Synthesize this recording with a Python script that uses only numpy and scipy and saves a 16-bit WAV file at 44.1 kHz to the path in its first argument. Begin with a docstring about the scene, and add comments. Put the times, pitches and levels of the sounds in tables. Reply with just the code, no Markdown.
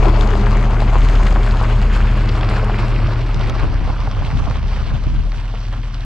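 """Motorhome rolling away over gravel

A heavy motorhome idles off in the open air, from the left to just right of centre, fading as it goes.
Its V8 throbs at a hunting idle and puffs through the exhaust pipe, while a steadier motor hums on board.
Stones crunch, pop and snap under the tyres, and gusts buffet the two microphone ports."""
import sys
import numpy as np
from scipy import signal
from scipy.fft import rfft, irfft, next_fast_len
from scipy.io import wavfile
from scipy.ndimage import uniform_filter1d

SR = 44100
rng = np.random.default_rng(int(sys.argv[2]) if len(sys.argv) > 2 else 0)


def transcribe(u):
    """Save the signal u as a 16-bit wav file named by the first command-line argument.

    u: samples, shape (n,) or (channels, n), limited to [-1, 1]; the rate is SR.
    q: integer samples, one column per channel.
    """
    v = np.clip(np.atleast_2d(u).T, -1, 1)
    q = np.round(v * 32767).astype(np.int16)
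    wavfile.write(sys.argv[1], SR, q)


N = 266788


def from_db(db):
    """Decibels to gain."""
    return 10 ** (np.asarray(db) / 20)


def rms_one(x):
    """Scale to rms 1."""
    return x / np.sqrt(np.mean(x ** 2) + 1e-20)


def peak_one(x):
    """Scale to peak 1."""
    return x / np.abs(x).max()


def in_time(rows):
    """Automation curves: each column after the time, read at every sample."""
    s, *columns = np.transpose(rows)
    return [np.interp(np.arange(N) / SR, s, column) for column in columns]


def at_hz(points, hz):
    """Read a spectrum on a log-frequency axis."""
    points_hz, values = np.transpose(points)
    return np.interp(np.log(hz), np.log(points_hz), values)


def envelope(s, hold_s, rise_s, fall_s):
    """Rise to 1 at time s, hold, fall."""
    corners_s = np.cumsum([s - rise_s, rise_s, hold_s + 1e-4, fall_s])
    return np.interp(np.arange(N) / SR, corners_s, [0, 1, 1, 0])


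def drift(rate_hz):
    """Smooth random modulation of rms 1, changing about rate_hz times a second."""
    hop = 40
    pole = np.exp(-2 * np.pi * rate_hz * hop / SR)
    slow = signal.lfilter([1], [1, -2 * pole, pole * pole], rng.standard_normal(N // hop + 2002))[2000:]
    return np.interp(np.arange(N) / hop, np.arange(len(slow)), rms_one(slow))


def coloured(spectrum, channels=1):
    """Noise with the given spectrum, rms 1."""
    size = next_fast_len(N)
    hz = np.maximum(np.arange(size // 2 + 1) * SR / size, 1)
    gain = from_db(at_hz(spectrum, hz)) * (hz > 8)
    white = rng.standard_normal((channels, size))
    return rms_one(irfft(rfft(white) * gain, size)[:, :N])


def band(x, low_hz, high_hz):
    """Butterworth band-pass."""
    return signal.sosfilt(signal.butter(2, [low_hz, high_hz], "band", fs=SR, output="sos"), x)


def delayed(x, lag_ms):
    """Delay by a steady or moving lag."""
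    return np.interp(np.arange(N) - lag_ms * SR / 1000, np.arange(N), x)


def orders(turns, levels):
    """Sines on multiples of a running phase, from (multiple, rms level/dB) pairs."""
    return sum(np.sqrt(2) * from_db(db) * np.sin(2 * np.pi * k * turns) for k, db in levels)


def add_knock(out, s, peak_db, hz, cycles, swell):
    """Mix in a sine burst; its attack (swell) and its 60 dB decay (cycles) are counted in periods."""
    turns = np.arange(int(2 * cycles * SR / hz)) * hz / SR
    attack = (1 - np.exp(-turns / swell)) ** 2
    knock = np.sin(2 * np.pi * turns) * attack * from_db(-60 * turns / cycles)
    start = round(s * SR)
    out[start:start + len(knock)] += from_db(peak_db) * peak_one(knock)[:N - start]


def cracks(per_s, spread_db):
    """Clicks at random moments, most small, a few large; rms 1."""
    sizes = from_db(spread_db * np.minimum(rng.exponential(1, N), 4)) * rng.choice([-1, 1], N)
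    return rms_one((rng.random(N) < per_s / SR) * sizes)


def bursts(count, decay_s):
    """Rows of noise that open with a crack and die away with a time constant near decay_s."""
    decays_s = decay_s * from_db(rng.normal(0, 1.6, (count, 1)))
    noise = rng.standard_normal((count, SR // 40))
    noise[:, 0] = 7.0
    return noise * np.exp(-np.arange(SR // 40) / SR / decays_s)


def wind():
    """Gusts hit each microphone port with a lumpy low buffet, a flutter above it and single thumps."""
    # gusts: t/s, hold/s, buffet/dB, flutter/dB, left over right/dB
    gusts = [(0.961, 0.023, -28, -55, 0), (2.202, .25, -49, -53, 0), (2.8, .42, -27, -51, 0),
             (3.343, 0.55, -23, -37.5, -2), (3.995, 0.096, -27.5, -38, -9), (4.17, 0.31, -19.5, -33.5, 0),
             (4.584, 0.086, -19.5, -32.5, 2), (4.724, 0.23, -20.5, -36.5, 5), (5.058, 0.15, -19, -32, 2.5),
             (5.345, 0.029, -32, -54, -7), (5.661, 0.14, -48, -44, 4)]
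    # buffet spectrum: f/Hz, density/dB
    buffet_spectrum = [(12, -2.5), (43, 19.5), (100, 10), (160, 6.5), (260, -42.5), (500, -66), (900, -120)]
    # thumps of air: t/s, left peak/dB, right peak/dB
    thumps = [(3.365, -26, -14), (4.170, -15.5, -27), (4.213, -9, -26), (4.243, -17, -9), (4.329, -8, -34),
              (4.35, -3, -9), (4.391, -18, -14), (4.419, -11, -20), (4.448, -12, -12.5), (4.652, -19, -24),
              (4.871, -9, -31), (4.903, -16, -24), (4.937, -10, -24), (5.066, -7, -26), (5.154, -14, -24)]
    calm_buffet_db, calm_flutter_db = -41.5, -58
    shapes = np.array([envelope(s, hold_s, rise_s=0.047, fall_s=0.083) for s, hold_s, *_ in gusts])
    *_, buffet_db, flutter_db, pan_db = np.transpose(gusts)
    sides_db = np.outer([.5, -.5], pan_db)
    buffet_gain = from_db(calm_buffet_db) + from_db(buffet_db + sides_db) @ shapes
    flutter_gain = from_db(calm_flutter_db) + from_db(flutter_db + sides_db) @ shapes
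    lumps = from_db(3.9 * np.array([drift(15.0), drift(28.0)]))
    air = rng.standard_normal((2, N)) + 1.1 * rng.standard_normal(N)   # partly common to both ports
    flutter = rms_one(band(band(air, 130, 264), 110, 300) * lumps ** 1.316)
    buffet = rms_one(coloured(buffet_spectrum, channels=2) * lumps)
    out = buffet_gain * buffet + flutter_gain * flutter
    for s, left_db, right_db in thumps:
        add_knock(out[0], s, left_db, hz=98, cycles=3.22, swell=0.58)
        add_knock(out[1], s, right_db, hz=115, cycles=1.7, swell=0.66)
    return out


def motor():
    """The motor on board hums at a near-steady speed, each order wavering in level."""
    # hum: t/s, speed/Hz, second order/dB, third order/dB, upper orders/dB
    hum = [(0, 34.24, -20.5, -34, -30), (.8, 34.06, -25, -32, -41.5), (1.6, 33.97, -23, -32.5, -42.5),
           (2.4, 34.05, -24.5, -25, -38.5), (3.2, 34.15, -32.5, -32.5, -41), (3.6, 34.05, -29, -28.5, -42),
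           (4.2, 33.84, -31.5, -26.5, -41.5), (4.8, 34.07, -23.5, -42, -53.5),
           (5.4, 34.21, -38, -35, -52.5), (6.05, 33.7, -46, -32.5, -55.5)]
    # overtones: multiple of the speed, level/dB re upper orders
    overtones = [(4, -6.5), (6, -3.5), (9, -7.5), (10, -10), (12, -11), (13, -7)]
    # eighth order: t/s, level/dB
    eighth = [(0, -48.5), (3.3, -55), (3.45, -40), (3.8, -43.5), (4.1, -45), (4.3, -53), (6.05, -54)]
    speed_hz, second_db, third_db, upper_db = in_time(hum)
    turns = np.cumsum(speed_hz) / SR
    upper = [(k, upper_db + db + 4.0 * drift(0.99)) for k, db in overtones]
    leading = [(2, second_db + .5 * drift(1.4)),
               (3, third_db + 2.0 * drift(8.1)),
               (8, in_time(eighth)[0] + 3.0 * drift(2.8))]
    return orders(turns, leading + upper)


def rolling():
    """Levels in dB of big stones, small stones and grit as the tyres roll and crush heaps of gravel."""
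    # steady roll: t/s, big stones/dB, small stones/dB, grit/dB
    roll = [(0, -25, -32.5, -48), (.4, -27.5, -34, -49), (.88, -29, -35.5, -52.5), (1.12, -29, -34, -47),
            (2.1, -32, -34.5, -52), (2.6, -29, -34, -53), (3.0, -30.5, -34.5, -54), (3.3, -34, -37, -55.5),
            (3.6, -31.5, -36, -55.5), (3.85, -35.5, -40, -57.5), (4.5, -35, -39.5, -51.5),
            (4.66, -40, -42, -57), (4.75, -35, -38.5, -53), (4.9, -37, -40, -54), (5.15, -42, -44, -56),
            (6.05, -44.5, -45.5, -57)]
    # crushed heaps: t/s, change in big stones/dB, change in small stones and grit/dB
    crushes = [(.07, 3.5, 1), (.47, -2, 3), (.8, -1, 5.5), (.93, 3.5, 0), (1.27, 2, 2), (1.369, 4.5, -2),
               (1.94, 0, 4), (2.43, 4, 1.5), (2.5, -0.5, 2), (2.7, -4, -2), (2.79, 0.5, 5.5), (2.85, 1, 3),
               (3.408, 3.5, 5), (3.49, 0.5, -1.5), (3.61, 1.5, -0.5), (3.89, 5, 3), (4.25, 3.5, 3.5),
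               (4.31, 0.5, 2), (4.47, 7.5, -3), (4.75, -3, -1.5), (4.92, 5.5, -3), (5.73, 9, 4)]
    big_db, small_db, grit_db = in_time(roll)
    shapes = np.array([envelope(s, hold_s=0, rise_s=0.01, fall_s=0.053) for s, *_ in crushes])
    big_change_db, fine_change_db = np.array(crushes)[:, 1:].T @ shapes
    return big_db + big_change_db, small_db + fine_change_db, grit_db + fine_change_db


def crunch(low_db, high_db):
    """Stones crack in clumps over a rolling hiss; low_db and high_db shade the lows and upper mids."""
    # gravel spectrum: f/Hz, density/dB
    gravel_spectrum = [(250, 5.5), (400, 8), (520, 4.5), (720, 5.5), (1100, 8), (1600, -8.5), (2800, -16),
                       (4500, -24.5), (5500, -28.5), (6500, -22.5), (7700, -24), (9000, -47), (11000, -49),
                       (13500, -33.5)]
    # stereo likeness: f/Hz, correlation of left and right
    likeness = [(300, 0.99), (1000, 0.93), (3000, 0.87), (6000, 0.82), (9000, 0.91), (11000, 0.76)]
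    hiss, sharpness = 0.62, 0.35
    big_db, small_db, grit_db = rolling()
    clumps = from_db(2.8 * drift(18.0))
    wide_cracks = cracks(per_s=250.0 * clumps ** 2, spread_db=10.5)   # these span the whole range
    edges_hz = 220 * 2 ** np.arange(0, 6.2, 1 / 3)   # third octaves
    crossovers_hz = [450, 1500, 2500, 5800]
    zones = np.zeros((5, 2, N))
    for k, (low_hz, high_hz) in enumerate(zip(edges_hz, edges_hz[1:])):
        hz = np.sqrt(low_hz * high_hz)
        if k % 3 == 0:   # most cracks reach across one octave
            grains = cracks(per_s=2500.0 * (hz / 2000) ** .7 * clumps, spread_db=4.5)
            grains += sharpness * (hz / 4000) ** 0.35 * wide_cracks
            centre = rms_one(grains + hiss * rng.standard_normal(N))
            spread = rng.standard_normal(N) * clumps ** 0.72
        # alternate signs join the bands without gaps
        mid, side = band([centre, spread], low_hz, high_hz) * (-1) ** k
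        alike = at_hz(likeness, hz)
        stereo = np.sqrt(1 + alike) * mid + np.sqrt(1 - alike) * side * [[1], [-1]]
        gain = from_db(at_hz(gravel_spectrum, hz) + 1.65 * drift(20.0))
        zones[np.searchsorted(crossovers_hz, hz)] += gain * stereo
    lows, low_mids, mids, high_mids, grit = zones
    big = (from_db(low_db) * lows + low_mids) / np.std(low_mids)
    small = (mids + from_db(high_db) * high_mids) / np.std(mids + high_mids)
    return from_db(big_db) * big + from_db(small_db) * small + from_db(grit_db) * rms_one(grit)


def snaps():
    """Stones snap as noise bursts with a pitched ring and two brighter bands; grit ticks in the treble."""
    # snapping stones: t/s, ring peak/dB, ring f/Hz, middle band/dB re ring, top band/dB re ring
    stone_snaps = [(0.0562, -18.5, 3040, -26, -28), (0.097, -26, 3730.0, -15, -26),
                   (0.1386, -29, 3730.0, -42, -53), (0.2102, -12.5, 3930, -9, -20),
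                   (0.2742, -26, 4000, 1, -9), (0.2924, -33, 3060.0, -27, -38),
                   (0.3143, -18, 1700.0, -29, -48), (0.336, -16, 1700.0, -38, -33),
                   (0.354, -22, 4110.0, -26, -54), (0.4671, -16, 1700.0, -20, -59),
                   (0.46, -21, 4300, -12, -25), (0.5174, -23.5, 3730.0, -9, -18),
                   (0.5591, -27, 1880.0, -37, -40), (0.5708, -16, 1880.0, -9, -56),
                   (0.638, -17, 1871, -23, -46), (0.7667, -18, 1880.0, -47, -55),
                   (0.804, -18, 4110.0, -17, -31), (1.0171, -21, 3380.0, -31, -41),
                   (1.087, -22, 3380.0, -14, -30), (1.1373, -32, 4530.0, -22, -47),
                   (1.1553, -19, 4110.0, -17, -23), (1.2663, -17, 3600, -21, -50),
                   (1.2694, -15.5, 2300, -12, -56), (1.272, -19, 2400, -20, -50),
                   (1.3261, -20, 5000.0, -3, -20), (1.3599, -27, 1680, -47, -60),
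                   (1.432, -23, 4110.0, -15, -37), (1.5099, -18.5, 4095, -27, -33),
                   (1.5704, -23, 4110.0, -5, -30), (1.6475, -35, 2280.0, -42, -53),
                   (1.6871, -28, 1880.0, -35, -42), (1.8173, -23, 4550, -12, -13),
                   (1.8248, -22, 5000.0, -4, -23), (1.8994, -25, 1700.0, -40, -53),
                   (2.0549, -27, 3058, -37, -50), (2.2886, -19, 4330, -22, -55),
                   (2.2925, -18, 4200, -20, -55), (2.292, -18, 2200, -36, -55),
                   (2.2984, -29, 4400, -15, -52), (2.342, -27, 4500, -15, -39),
                   (2.3516, -31, 3380.0, -24, -55), (2.4102, -20.5, 4300, -15, -41),
                   (2.4323, -11.5, 2400, -45, -53), (2.4464, -21, 3060.0, -23, -46),
                   (2.4893, -16, 4107, -20, -55), (2.5385, -19, 2078, -41, -51),
                   (2.5651, -22, 2280.0, -27, -53), (2.5965, -20.5, 2070.0, -39, -36),
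                   (2.7434, -18, 2050, -37, -54), (2.7901, -34, 4500, -14, -41),
                   (2.9049, -27, 2280.0, -21, -44), (2.9244, -22, 2500, -31, -38),
                   (2.962, -18, 2501, -40, -37), (3.27, -29, 4600, -18, -41),
                   (3.3444, -18.5, 5000.0, -11, -21), (3.3943, -25, 5000.0, -12, -53),
                   (3.4116, -22, 3380.0, -26, -42), (3.461, -23, 2780.0, -33, -57),
                   (3.497, -18.5, 4110.0, -2.5, -13), (3.571, -29, 4600, -14, -42),
                   (3.634, -32, 2400, -25, -48), (3.901, -32, 1900, -30, -48), (4.113, -26, 4500, -14, -36),
                   (3.5937, -17, 1700.0, -40, -43), (4.1489, -26, 2900, -31, -49),
                   (4.2198, -29, 1700.0, -31, -50), (4.249, -22, 3060.0, -26, -56),
                   (4.3029, -24, 2100, -37, -41), (4.3724, -23.5, 3078, -34, -47),
                   (4.556, -24, 2780.0, -17, -52), (4.585, -27, 3060.0, -38, -50),
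                   (4.688, -27, 2780.0, -14, -51), (5.3191, -25, 4110.0, -14, -33),
                   (5.32, -26, 1900, -40, -48), (5.555, -27, 2800, -21, -45), (5.7353, -29, 2073, -27, -59),
                   (5.9434, -23.5, 4530.0, -18, -46), (6.007, -26, 4500, -10, -40)]
    # middle and top band of a snap: low edge/Hz, high edge/Hz
    bright_bands = [(5000, 7300), (7600, 10500)]
    # grit ticks: t/s, peak/dB
    ticks = [(.1181, -41), (.1874, -44), (.377, -36), (.3994, -36), (.511, -32), (.585, -41), (.61, -42),
             (.9244, -47), (1.4433, -41), (1.6273, -31), (1.9335, -31), (1.966, -28), (2.174, -31),
             (2.4981, -28), (2.5164, -37), (2.5401, -33), (2.5865, -35), (2.6459, -29), (2.893, -32),
             (3.234, -49), (3.485, -40), (3.6371, -45)]
    tick_hz = (6000, 11000)
    out = np.zeros(N + SR)
    snap_bursts = bursts(len(stone_snaps), decay_s=0.0015)
    for (s, peak_db, hz, middle_db, top_db), burst in zip(stone_snaps, snap_bursts):
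        middle, top = [peak_one(band(burst, *edges_hz)) for edges_hz in bright_bands]
        ring_hz = (hz / 1.73, hz * 1.31)
        ring = peak_one(band(band(burst, *ring_hz), *ring_hz))
        snap = ring + from_db(middle_db) * middle + from_db(top_db) * top
        out[round(s * SR):][:len(snap)] += from_db(peak_db) * snap
    for (s, peak_db), burst in zip(ticks, bursts(len(ticks), decay_s=0.0013)):
        tick = peak_one(band(band(burst, *tick_hz), *tick_hz))
        out[round(s * SR):][:len(tick)] += from_db(peak_db) * tick
    return out[:N]


def pops():
    """A stone pops out from under a tyre, then knocks its neighbours twice, softer each time."""
    # popping stones: t/s, peak/dB, f/Hz
    stone_pops = [(0.055, -9, 700), (0.134, -16, 667), (0.175, -15, 716), (0.354, -11.5, 690),
                  (0.468, -11, 930), (0.56, -13, 700), (0.698, -22, 1090), (0.733, -13, 795),
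                  (0.821, -8.5, 765), (0.956, -5, 990), (1.323, -14, 740), (1.359, -16, 705),
                  (1.361, -10.5, 1330), (1.549, -14, 918.4), (1.613, -9.5, 775), (2.005, -11.5, 1307),
                  (2.055, -23, 803), (2.352, -14.5, 976), (2.431, -14.5, 716), (2.536, -16, 983),
                  (2.629, -14, 555), (2.697, -8.5, 818), (2.792, -13.5, 968.5), (3.633, -12.5, 897.5),
                  (3.877, -17.5, 648), (3.901, -14.5, 801), (4.074, -13.5, 845), (4.222, -19, 898),
                  (4.304, -18, 900), (4.511, -17, 1164), (4.556, -19.5, 916), (5.066, -22, 290),
                  (5.319, -25, 1100), (5.54, -21, 753), (5.734, -22, 957.5)]
    settle_s, settle_db = .006, -7
    out = np.zeros(N)
    for s, peak_db, hz in stone_pops:
        add_knock(out, s, peak_db, hz, cycles=7.4, swell=0.068)
        for bounce, cycles in [(1, 5.5), (2, 5.0)]:
            timing, detune = rng.uniform(.6, 1.6, 2)
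            bounce_s = s + bounce * settle_s * timing
            add_knock(out, bounce_s, peak_db + bounce * settle_db, hz * detune, cycles, swell=0.2)
    return out


def body_thuds():
    """The body booms over a bump."""
    # thuds: t/s, peak/dB, f/Hz
    thuds = [(0.062, -14, 382), (0.073, -16, 323), (5.536, -31, 475)]
    out = np.zeros(N)
    for s, peak_db, hz in thuds:
        add_knock(out, s, peak_db, hz, cycles=20.0, swell=2.0)
    return out


def treble_dip(x, dip_hz, depth_db=-8.0, width_hz=900.0):
    """A reflection near the microphone cancels a band that slides as the bearing changes."""
    block = 512
    radius = np.exp(-np.pi * width_hz / SR)
    resonance, state = np.zeros_like(x), np.zeros((2, 2))
    for i in range(0, N, block):
        poles = [1, -2 * radius * np.cos(2 * np.pi * dip_hz[i] / SR), radius ** 2]
        resonance[:, i:i + block], state = signal.lfilter([1, 0, -1], poles, x[:, i:i + block], zi=state)
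    return x - (1 - from_db(depth_db)) * (1 - radius ** 2) / 2 * resonance


def exhaust(turns):
    """Turbulence swells with each firing and blows the pipe's resonances."""
    # pipe resonances: f/Hz, width/Hz, level/dB
    resonances = [(201.3, 29.6, -6.5), (410, 36, -14.5)]
    # strength of the puffs: t/s, level/dB
    puff_levels = [(0.0, -22), (2.75, -26.5), (3.77, -38), (4.3, -39.5), (4.77, -31.5), (5.11, -35.5),
                   (5.44, -48), (6.05, -52)]
    puffs = rng.standard_normal(N) * (1 + 0.42 * np.cos(2 * np.pi * turns))
    pipe = np.zeros(N)
    for hz, width_hz, db in resonances:
        low_hz, high_hz = hz - width_hz / 2, hz + width_hz / 2
        ring = band(puffs, low_hz, high_hz)
        pipe += from_db(db) * rms_one(band(ring, low_hz / 2, high_hz * 2))
    return from_db(in_time(puff_levels)[0]) * pipe


def engine():
    """The V8 hunts at idle: a throb of clean low orders over body rumble and rough exhaust puffs."""
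    # hunting idle: t/s, firing rate/Hz, first order/dB
    idle = [(0, 38.26, -9.5), (.2, 38.8, -10.5), (.38, 36.73, -14.5), (.58, 39, -11), (.75, 37.9, -14),
            (1.02, 39.51, -9.5), (1.3, 39.7, -11), (1.68, 37.88, -15.5), (1.88, 39.98, -11),
            (2.12, 39.14, -12.5), (2.45, 38.74, -17), (2.78, 38.83, -17.5), (2.95, 39.2, -14.5),
            (3.17, 38.45, -20.5), (3.3, 39.68, -14.5), (3.48, 38.2, -19.5), (3.8, 40.75, -16.5),
            (4.15, 39.12, -20), (4.5, 37.8, -23), (4.72, 39.49, -17.5), (4.88, 38.07, -24.5),
            (5.12, 39.78, -17), (5.4, 39.53, -20), (6.05, 39.77, -22)]
    # third order when right on the boom: t/s, level/dB
    boom_levels = [(0, -19), (.5, -20.5), (.9, -20.5), (1.15, -20.5), (1.5, -21), (1.9, -21), (2.3, -21.5),
                   (2.9, -19.5), (3.55, -23), (3.9, -20.5), (4.3, -31.5), (5.1, -32), (6.05, -25)]
    # weak orders: multiple of the firing rate, level/dB re smoothed first order
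    weak_orders = [(.5, -33), (2, -19.5), (2.5, -24.5), (4, -29.5), (5, -29), (5.5, -35.5)]
    # body rumble: f/Hz, density/dB
    rumble_spectrum = [(12, 5.5), (22, 12.5), (50, 11), (90, 4), (130, -1), (300, -4), (500, -48.5),
                       (900, -110)]
    boom_hz, boom_half_width_hz = 114.75, 3.46   # the third order peaks as the idle sags onto this boom
    rumble_db = -14.5   # re smoothed first order
    firing_hz, first_db = in_time(idle)
    off_boom = (3 * firing_hz - boom_hz) / boom_half_width_hz
    third_db = in_time(boom_levels)[0] - 10 * np.log10(1 + off_boom ** 4)
    turns = np.cumsum(firing_hz) / SR
    uneven_db = np.interp(turns, np.arange(300), rng.standard_normal(300))   # each firing varies by ~1 dB
    pipe = exhaust(turns)
    rumble = from_db(rumble_db) * coloured(rumble_spectrum)[0]
    weak = orders(turns, weak_orders) * from_db(2.0 * drift(3.1) + uneven_db)
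    load_db = uniform_filter1d(first_db, size=SR // 2)
    loose_turns = turns + 0.03 * drift(8.5)   # the pulses come a little early or late
    first = orders(turns, [(1, first_db + drift(35.0))])
    third = orders(loose_turns, [(3, third_db + 1.1 * drift(3.3) + 0.8 * uneven_db)])
    return first + third + from_db(load_db) * (rumble + weak) + pipe


def scene():
    """The tyres move across the stereo field; the bass stays nearly centred, with the wind on top."""
    # path from the tyres: t/s, left over right/dB, left lag/ms, treble dip/Hz,
    # crunch under 450 Hz/dB, crunch from 2.5 to 5.8 kHz/dB
    bearing = [(0, 9, 0.004, 5800, 2.5, 2), (.5, 5, 0.027, 5640, 0.5, 1.5),
               (1.5, 2.5, 0.01, 5800, -1.5, 1.5), (2.5, 0.6, 0.021, 6040, -1, 0.5),
               (3.5, -0.5, 0.024, 6650, 2, 2), (4.5, -1, 0.042, 6900, -9, 5.5),
               (6.05, -2, 0.047, 6696, -1, 6.5)]
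    bass_pan_db = 1.23   # left over right
    pan_db, lag_ms, dip_hz, low_db, high_db = in_time(bearing)
    gravel = crunch(low_db, high_db) + snaps() + pops() + body_thuds()
    left, right = treble_dip(gravel, dip_hz)
    pan = from_db([pan_db / 2, -pan_db / 2])
    tyres = np.array([delayed(left, lag_ms), right]) * pan / pan.mean(axis=0)
    bass = (engine() + motor()) * from_db([[bass_pan_db / 2], [-bass_pan_db / 2]])
    bass[1] = delayed(bass[1], lag_ms=0.074)
    return bass + tyres + wind()


def record(dry):
    """The microphone ports soften the treble; peaks are rounded and the very top is cut."""
    edge_hz, treble_db, cutoff_hz = 6700, -4, 15700
    below = signal.sosfilt(signal.butter(8, edge_hz, fs=SR, output="sos"), dry)
    above = signal.sosfilt(signal.butter(8, edge_hz, "high", fs=SR, output="sos"), dry)
    softened = below + from_db(treble_db) * above
    rounded = 2.0 * np.tanh(softened / 2.0)
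    return signal.sosfilt(signal.cheby2(12, 70, cutoff_hz, fs=SR, output="sos"), rounded)


dry = scene()
out = record(dry)
transcribe(out)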